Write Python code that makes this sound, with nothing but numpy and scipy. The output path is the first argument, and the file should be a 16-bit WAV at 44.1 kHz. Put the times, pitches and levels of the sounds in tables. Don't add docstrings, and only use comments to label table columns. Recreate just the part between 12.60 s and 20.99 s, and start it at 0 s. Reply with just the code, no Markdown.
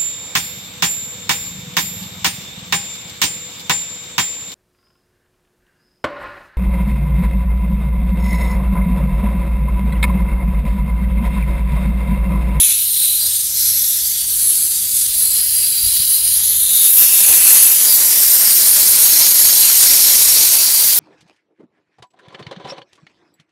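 import sys
import numpy as np
from scipy import signal
from scipy.fft import rfft, irfft
from scipy.io import wavfile
from scipy.ndimage import uniform_filter1d

SR = 44100
rng = np.random.default_rng(int(sys.argv[2]) if len(sys.argv) > 2 else 0)


def dump(signal):
    limited = np.clip(np.atleast_2d(signal).T, -1, 1)
    pcm = np.round(limited * 32767).astype(np.int16)
    wavfile.write(sys.argv[1], SR, pcm)


N = 369999

# time in seconds, rms level of the fundamental in dB.
HUM_LEVEL = [(0.0, -51), (0.42, -59), (0.7, -47), (0.89, -56), (1.1, -44), (1.29, -52.5), (2.41, -52),
             (2.68, -66), (2.94, -49), (3.5, -60), (3.64, -45.5), (3.95, -46), (4.32, -65), (5.37, -62),
             (5.7, -53), (6.12, -55), (6.82, -54), (7.43, -63), (7.7, -45), (8.11, -65), (8.25, -48),
             (8.39, -55)]
HUM_HZ, OVERTONE_DB = 93, -15.5

# frequency in Hz, relative density in dB per Hz.
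RUMBLE_SPECTRUM = [(12, -37), (20, -15), (48, 3), (97, -10), (125, -6), (192, -9.5), (216, -14), (313, -18),
                   (700, -41), (910, -53), (1540, -120)]
# time in seconds, level in dB rms.
RUMBLE_LEVEL = [(0, -48), (1.1, -48), (2.05, -45.5), (3.0, -47), (4.0, -46), (4.3, -52.5), (5.5, -54),
                (6.2, -48), (7.5, -50), (8.39, -56)]
LUMP_RMS_DB, LUMP_S = 1.2, .12

# start in seconds, level in dB before the arch, pitch in Hz.
BUMPS = [(3.234, -28, 68), (3.26, -25, 67.3), (3.279, -31, 61.9), (3.324, -32, 60.5), (3.396, -26.5, 99),
         (4.694, -32, 67.3)]
# start in seconds, level in dB before the rise, decay t60 in seconds.
PUFFS = [(.615, -43, 0.42), (4.412, -35, 0.33), (4.69, -29, .25)]

HOP_SAMPLES, FRAME_SAMPLES = 128, 1024
# lower edge in Hz, upper edge in Hz.
BANDS_HZ = [(8000, 13500), (300, 2000), (2500, 7500), (13500, 15800)]
# frequency in Hz, relative density in dB per Hz.
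JET_SPECTRUM = [(150, -24.5), (1250, -22.5), (2000, -16.5), (3000, -14), (4200, -9), (7500, -6.5),
                (9500, -1.5), (12000, 1), (14000, -3), (15800, -10.5)]
# time in seconds, level in dB rms.
SIZZLE_LEVEL = [(0.0, -9.5), (0.11, -10), (0.18, -15), (0.21, -16.5), (0.54, -14), (0.93, -19), (1.03, -15),
                (1.66, -18), (1.89, -12), (2.29, -18.5), (2.36, -12), (2.5, -18.5), (2.61, -14.5),
                (2.92, -17.5), (2.94, -14.5), (3.2, -18), (3.39, -16), (3.46, -18), (3.53, -12),
                (3.62, -18.5), (3.64, -14.5), (3.86, -14.5), (4.44, -7.5), (4.46, -11.5), (5.02, -6.5),
                (5.16, -11), (7.59, -9.5), (8.39, -15.5)]
# time in seconds, body in dB rms, top in dB rms.
BODY_TOP_LEVEL = [(0.0, -23.5, -24), (0.14, -22.5, -32), (0.18, -26.5, -28), (0.44, -23.5, -25),
                  (0.91, -27, -32), (1.0, -23, -27), (1.96, -28.5, -29.5), (3.43, -22, -23.5),
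                  (3.92, -25, -28), (4.02, -25.5, -29), (4.25, -19.5, -21), (4.35, -27.5, -19),
                  (4.44, -18, -14.5), (4.46, -21, -21.5), (4.77, -19, -20.5), (4.98, -18, -21.5),
                  (5.12, -22, -18), (5.16, -20.5, -21.5), (5.35, -19, -16), (5.4, -20.5, -21),
                  (5.73, -19, -18), (7.03, -14.5, -19.5), (7.69, -14, -20), (8.39, -18.5, -18.5)]
OPEN_FROM_S, OPEN_TO_S = 4.07, 4.7
ROAR_SHUT_DB, ROAR_OPEN_DB, ROAR_FOLLOWS_SHARE = -40, -28, 0.58
HAND_UNDER_S, HAND_ROAR_DB = (2.47, 4.2), 2

# start in seconds,
# end in seconds, centre in Hz, full width at half the dB in Hz, nominal lift in dB before smoothing and swelling.
RIDGES = [(0.0, 0.18, 8740, 1100, -6.5), (0.0, 0.19, 2700, 900, 3.5), (0.0, 0.2, 10250, 900, 6.0),
          (0.0, 0.54, 13910, 700, -6.0), (0.0, 0.6, 2800, 1500, 7.0), (0.0, 4.38, 4010, 1700, 6.0),
          (0.06, 5.88, 2970, 200, 2.5), (0.18, 0.66, 4090, 550, 9.0), (0.18, 3.72, 7970, 200, -3.0),
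          (0.2, 0.54, 9690, 450, 6.0), (0.24, 0.9, 8910, 700, 5.5), (0.24, 8.4, 7360, 200, -3.5),
          (0.6, 6.42, 6420, 200, -2.5), (0.66, 5.04, 13740, 1700, -4.5), (0.78, 1.44, 4520, 450, -4.5),
          (0.8, 1.5, 2900, 800, -3.0), (0.8, 2.5, 1000, 350, -4.0), (0.84, 1.56, 9600, 1700, -7.0),
          (0.84, 2.58, 6160, 450, 3.5), (0.85, 1.5, 5500, 900, 2.5), (1.0, 1.36, 11280, 400, 4.0),
          (1.0, 1.4, 12200, 700, 3.5), (1.32, 8.4, 11760, 700, -2.0), (1.42, 2.76, 4610, 250, 5.0),
          (1.44, 8.4, 15460, 200, 3.5), (1.5, 2.58, 10120, 450, -6.5), (1.56, 3.36, 7620, 300, 3.5),
          (1.74, 4.14, 5640, 200, -4.0), (1.76, 2.1, 10900, 700, 3.5), (2.4, 3.9, 4780, 300, 5.0),
          (2.4, 4.3, 4440, 160, -4.0), (2.42, 4.1, 4170, 250, 3.0), (2.46, 3.78, 9690, 1700, 7.5),
          (2.52, 3.96, 11240, 450, 7.0), (2.64, 3.0, 3830, 300, -6.0), (2.76, 3.84, 3570, 300, -6.0),
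          (3.66, 8.4, 8230, 700, -3.5), (3.72, 5.94, 9260, 300, -6.0), (3.84, 5.4, 8740, 700, -3.0),
          (3.9, 5.1, 5300, 1100, -5.5), (3.9, 5.28, 11070, 200, -7.5), (3.95, 4.33, 3680, 350, 4.5),
          (3.96, 4.26, 5380, 200, -9.5), (3.96, 4.98, 13480, 700, -5.5), (3.96, 5.14, 12450, 300, 5.0),
          (4.08, 8.4, 14600, 450, 4.0), (4.2, 5.12, 10250, 900, 2.5), (4.2, 5.16, 4010, 200, -5.0),
          (4.26, 5.16, 2630, 300, 5.0), (4.3, 5.14, 12400, 500, 3.5), (4.32, 5.04, 11760, 300, -6.5),
          (5.13, 6.12, 4740, 300, 3.5), (5.16, 7.98, 10720, 300, -3.5), (5.22, 8.4, 2710, 450, -3.5),
          (5.34, 7.92, 10210, 700, -6.0), (5.4, 8.0, 4400, 160, -4.0), (5.4, 8.04, 5380, 200, 4.0),
          (5.4, 8.1, 15100, 300, -2.5), (5.4, 8.4, 3450, 750, -3.0), (5.45, 8.1, 8950, 400, 2.5),
          (6.0, 8.0, 4170, 300, 2.5), (6.12, 7.8, 4700, 250, 2.5), (6.12, 8.1, 5040, 200, -6.0),
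          (6.12, 8.1, 11240, 450, 4.5), (6.2, 8.3, 1750, 700, -2.5), (6.3, 7.95, 12750, 300, 2.5),
          (6.3, 7.95, 13080, 200, -3.0), (6.36, 7.92, 13310, 1100, 4.5), (6.4, 7.95, 5850, 200, 3.0),
          (6.4, 7.95, 6650, 250, 3.0), (7.8, 8.4, 4760, 300, 6.0), (7.9, 8.4, 14650, 350, 3.0)]
STILL_FROM_S, STILL_SHARE = 5.5, .5
# time in seconds, centre in Hz, lift in dB before
# the swell, full width at half the dB in Hz.
CUP_PASSES = [
    [(.58, 4600, 22, 350), (.704, 4930, 0, 350), (.78, 4500, -7, 350)],
    [(1.42, 4500, 1, 250), (1.766, 4670, 0, 250), (2.25, 4530, -9, 250)],
    [(5.235, 4700, -4, 800), (5.31, 5000, 11.5, 850), (5.39, 4550, 2, 810)],
]

EDGE_HZ = 15765


def gain_of(db):
    return 10 ** (np.asarray(db) / 20)


def evened(x):
    return x / np.sqrt(np.mean(x ** 2) + 1e-20)


def read(points, hz):
    f, value = np.transpose(points)
    return np.interp(np.log(hz + 1), np.log(f + 1), value)


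def follow(rows, t):
    s, *columns = np.transpose(rows)
    return np.array([np.interp(t, s, c) for c in columns])


def blurred(shape, frames, bins):
    field = rng.standard_normal(shape)
    field = uniform_filter1d(field, max(round(frames), 1), axis=0)
    field = uniform_filter1d(field, max(round(bins), 1), axis=1)
    return evened(field)


def bell(hz, centre_hz, width_hz):
    return .5 ** ((2 * (hz - centre_hz) / width_hz) ** 2)


def hum(waver_rms_hz=2.13):
    t = np.arange(N) / SR
    drift = evened(uniform_filter1d(rng.standard_normal(N), 6000))
    phase = 2 * np.pi * np.cumsum(HUM_HZ + waver_rms_hz * drift) / SR
    tone = np.sin(phase) + gain_of(OVERTONE_DB) * np.sin(2 * phase)
    (level_db,) = follow(HUM_LEVEL, t)
    return np.sqrt(2) * gain_of(level_db) * tone


def rumble():
    hz = np.fft.rfftfreq(N, 1 / SR)
    shape = gain_of(read(RUMBLE_SPECTRUM, hz)) * (hz < 2000)
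    noise = irfft(rfft(rng.standard_normal(N)) * shape, N)
    lumps = blurred((N, 1), frames=LUMP_S * SR, bins=1)[:, 0]
    (level_db,) = follow(RUMBLE_LEVEL, np.arange(N) / SR)
    return evened(noise) * gain_of(level_db + LUMP_RMS_DB * lumps)


def bumps(cycles=1.27):
    out = np.zeros(N + SR)
    for start_s, db, hz in BUMPS:
        turns = np.arange(0, cycles, hz / SR)
        arch = np.sin(np.pi * turns / cycles)
        push = gain_of(db) * np.sin(2 * np.pi * turns) * arch
        out[round(start_s * SR):][:len(push)] += push
    return out[:N]


def puffs(top_hz=1300., rise_s=0.0055):
    t, out = np.arange(SR // 2) / SR, np.zeros(N)
    dull = signal.butter(2, top_hz, fs=SR, output="sos")
    for start_s, db, t60_s in PUFFS:
        noise = evened(signal.sosfilt(dull, rng.standard_normal(len(t))))
        rise = 1 - np.exp(-t / rise_s)
        out[round(start_s * SR):][:len(t)] += noise * gain_of(db - 60 * t / t60_s) * rise
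    return out


def far_echoes_db(t, hz, count=8):
    delay_s = np.sort(rng.uniform(.002, .011, count))
    sway_s = 5e-5 * blurred((len(t), count), frames=200, bins=1)[::4]
    strength = gain_of(-11) * (delay_s / delay_s[0]) ** -.25
    path = 1
    for a, d, s in zip(strength, delay_s, sway_s.T):
        path = path + a * np.exp(-2j * np.pi * np.outer(d + s, hz))
    mean_gain = np.sqrt(1 + np.sum(strength ** 2))
    comb_db = 20 * np.log10(abs(path) / mean_gain + .03)
    comb_db *= np.clip(hz / 9000, 0, 1) ** .4
    every_frame = np.repeat(comb_db, 4, axis=0)[:len(t)]
    return uniform_filter1d(every_frame, size=4, axis=0)


def cup_db(t, hz):
    lift_db = np.zeros((len(t), len(hz)))
    for rows in CUP_PASSES:
        inside = (t > rows[0][0]) & (t < rows[-1][0])
        centre_hz, db, width_hz = follow(rows, t[inside])[:, :, None]
        swell = signal.windows.tukey(inside.sum(), .5)[:, None]
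        lift_db[inside] = swell * db * bell(hz, centre_hz, width_hz)
    return lift_db


def echo_colour(t, hz, move_s=0.07, small_db=1.1):
    start_s, end_s, centre_hz, width_hz, db = np.transpose(RIDGES)
    span = max(round(move_s * SR / HOP_SAMPLES), 1)
    held = 1. * ((t[:, None] >= start_s) & (t[:, None] < end_s))
    for _ in range(2):
        held = uniform_filter1d(held, span, axis=0)
    ridges_db = held @ (db[:, None] * bell(hz, centre_hz[:, None], width_hz[:, None]))
    ridges_db *= 1 + .22 * blurred(ridges_db.shape, frames=80, bins=12)
    calm = np.where(t > STILL_FROM_S, STILL_SHARE, 1)[:, None]
    lesser = blurred(ridges_db.shape, frames=110, bins=11)
    ridges_db += calm * small_db * np.clip(hz / 2500, 0, 1) * lesser
    thin_bass = 1 / (1 + (93.0 / (hz + 1)) ** 2)
    return thin_bass * gain_of(2 * (read(JET_SPECTRUM, hz) + ridges_db))


def band_targets_db(t):
    (sizzle,), (body, top) = follow(SIZZLE_LEVEL, t), follow(BODY_TOP_LEVEL, t)
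    roar = np.interp(t, [OPEN_FROM_S, OPEN_TO_S], [ROAR_SHUT_DB, ROAR_OPEN_DB])
    roar += ROAR_FOLLOWS_SHARE * sizzle
    under = 1. * (t > HAND_UNDER_S[0]) * (t < HAND_UNDER_S[1])
    roar += HAND_ROAR_DB * uniform_filter1d(under, size=60)
    return np.array([sizzle, roar, body, top])


def band_correction_db(t, hz, power):
    held = np.array([10 * np.log10(power[:, (hz >= lo) & (hz < hi)].sum(1)) for lo, hi in BANDS_HZ])
    centres = np.array([np.sqrt(lo * hi) for lo, hi in BANDS_HZ])
    order = np.argsort(centres)
    log_centres = np.log(centres[order])
    share = np.array([np.interp(np.log(hz + 1), log_centres, order == k) for k in range(4)])
    return (band_targets_db(t) - held).T @ share


def to_sound(spectra):
    return signal.istft(spectra.T, nperseg=FRAME_SAMPLES, noverlap=FRAME_SAMPLES - HOP_SAMPLES)[1]


def jet(patch_db=1.12, flutter_db=0.5, sputter_db=1.):
    frames = N // HOP_SAMPLES + 5
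    t, hz = np.arange(frames) * HOP_SAMPLES / SR, np.fft.rfftfreq(FRAME_SAMPLES, 1 / SR)
    shape = (frames, len(hz))
    power = echo_colour(t, hz)
    field_db = band_correction_db(t, hz, power)
    field_db += cup_db(t, hz) + far_echoes_db(t, hz)
    field_db += patch_db * blurred(shape, frames=17, bins=14)
    field_db += flutter_db * blurred(shape, frames=20, bins=260)
    field_db += sputter_db * blurred(shape, frames=3, bins=400)
    noise = rng.standard_normal(shape) + 1j * rng.standard_normal(shape)
    unit = to_sound(noise).std() / np.sqrt(len(hz))
    return to_sound(noise * np.sqrt(power) * gain_of(field_db))[:N] / unit


def scene():
    mono = hum() + rumble() + bumps() + puffs() + jet()
    return np.tile(mono, (2, 1))


def record(dry):
    clipped = np.clip(dry, -.97, .97)
    lowpass = signal.firwin(2047, EDGE_HZ, window=("kaiser", 9), fs=SR)
    limited = signal.oaconvolve(clipped, lowpass[None], "same")
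    return np.clip(limited, -1, 1)


dry = scene()
out = record(dry)
dump(out)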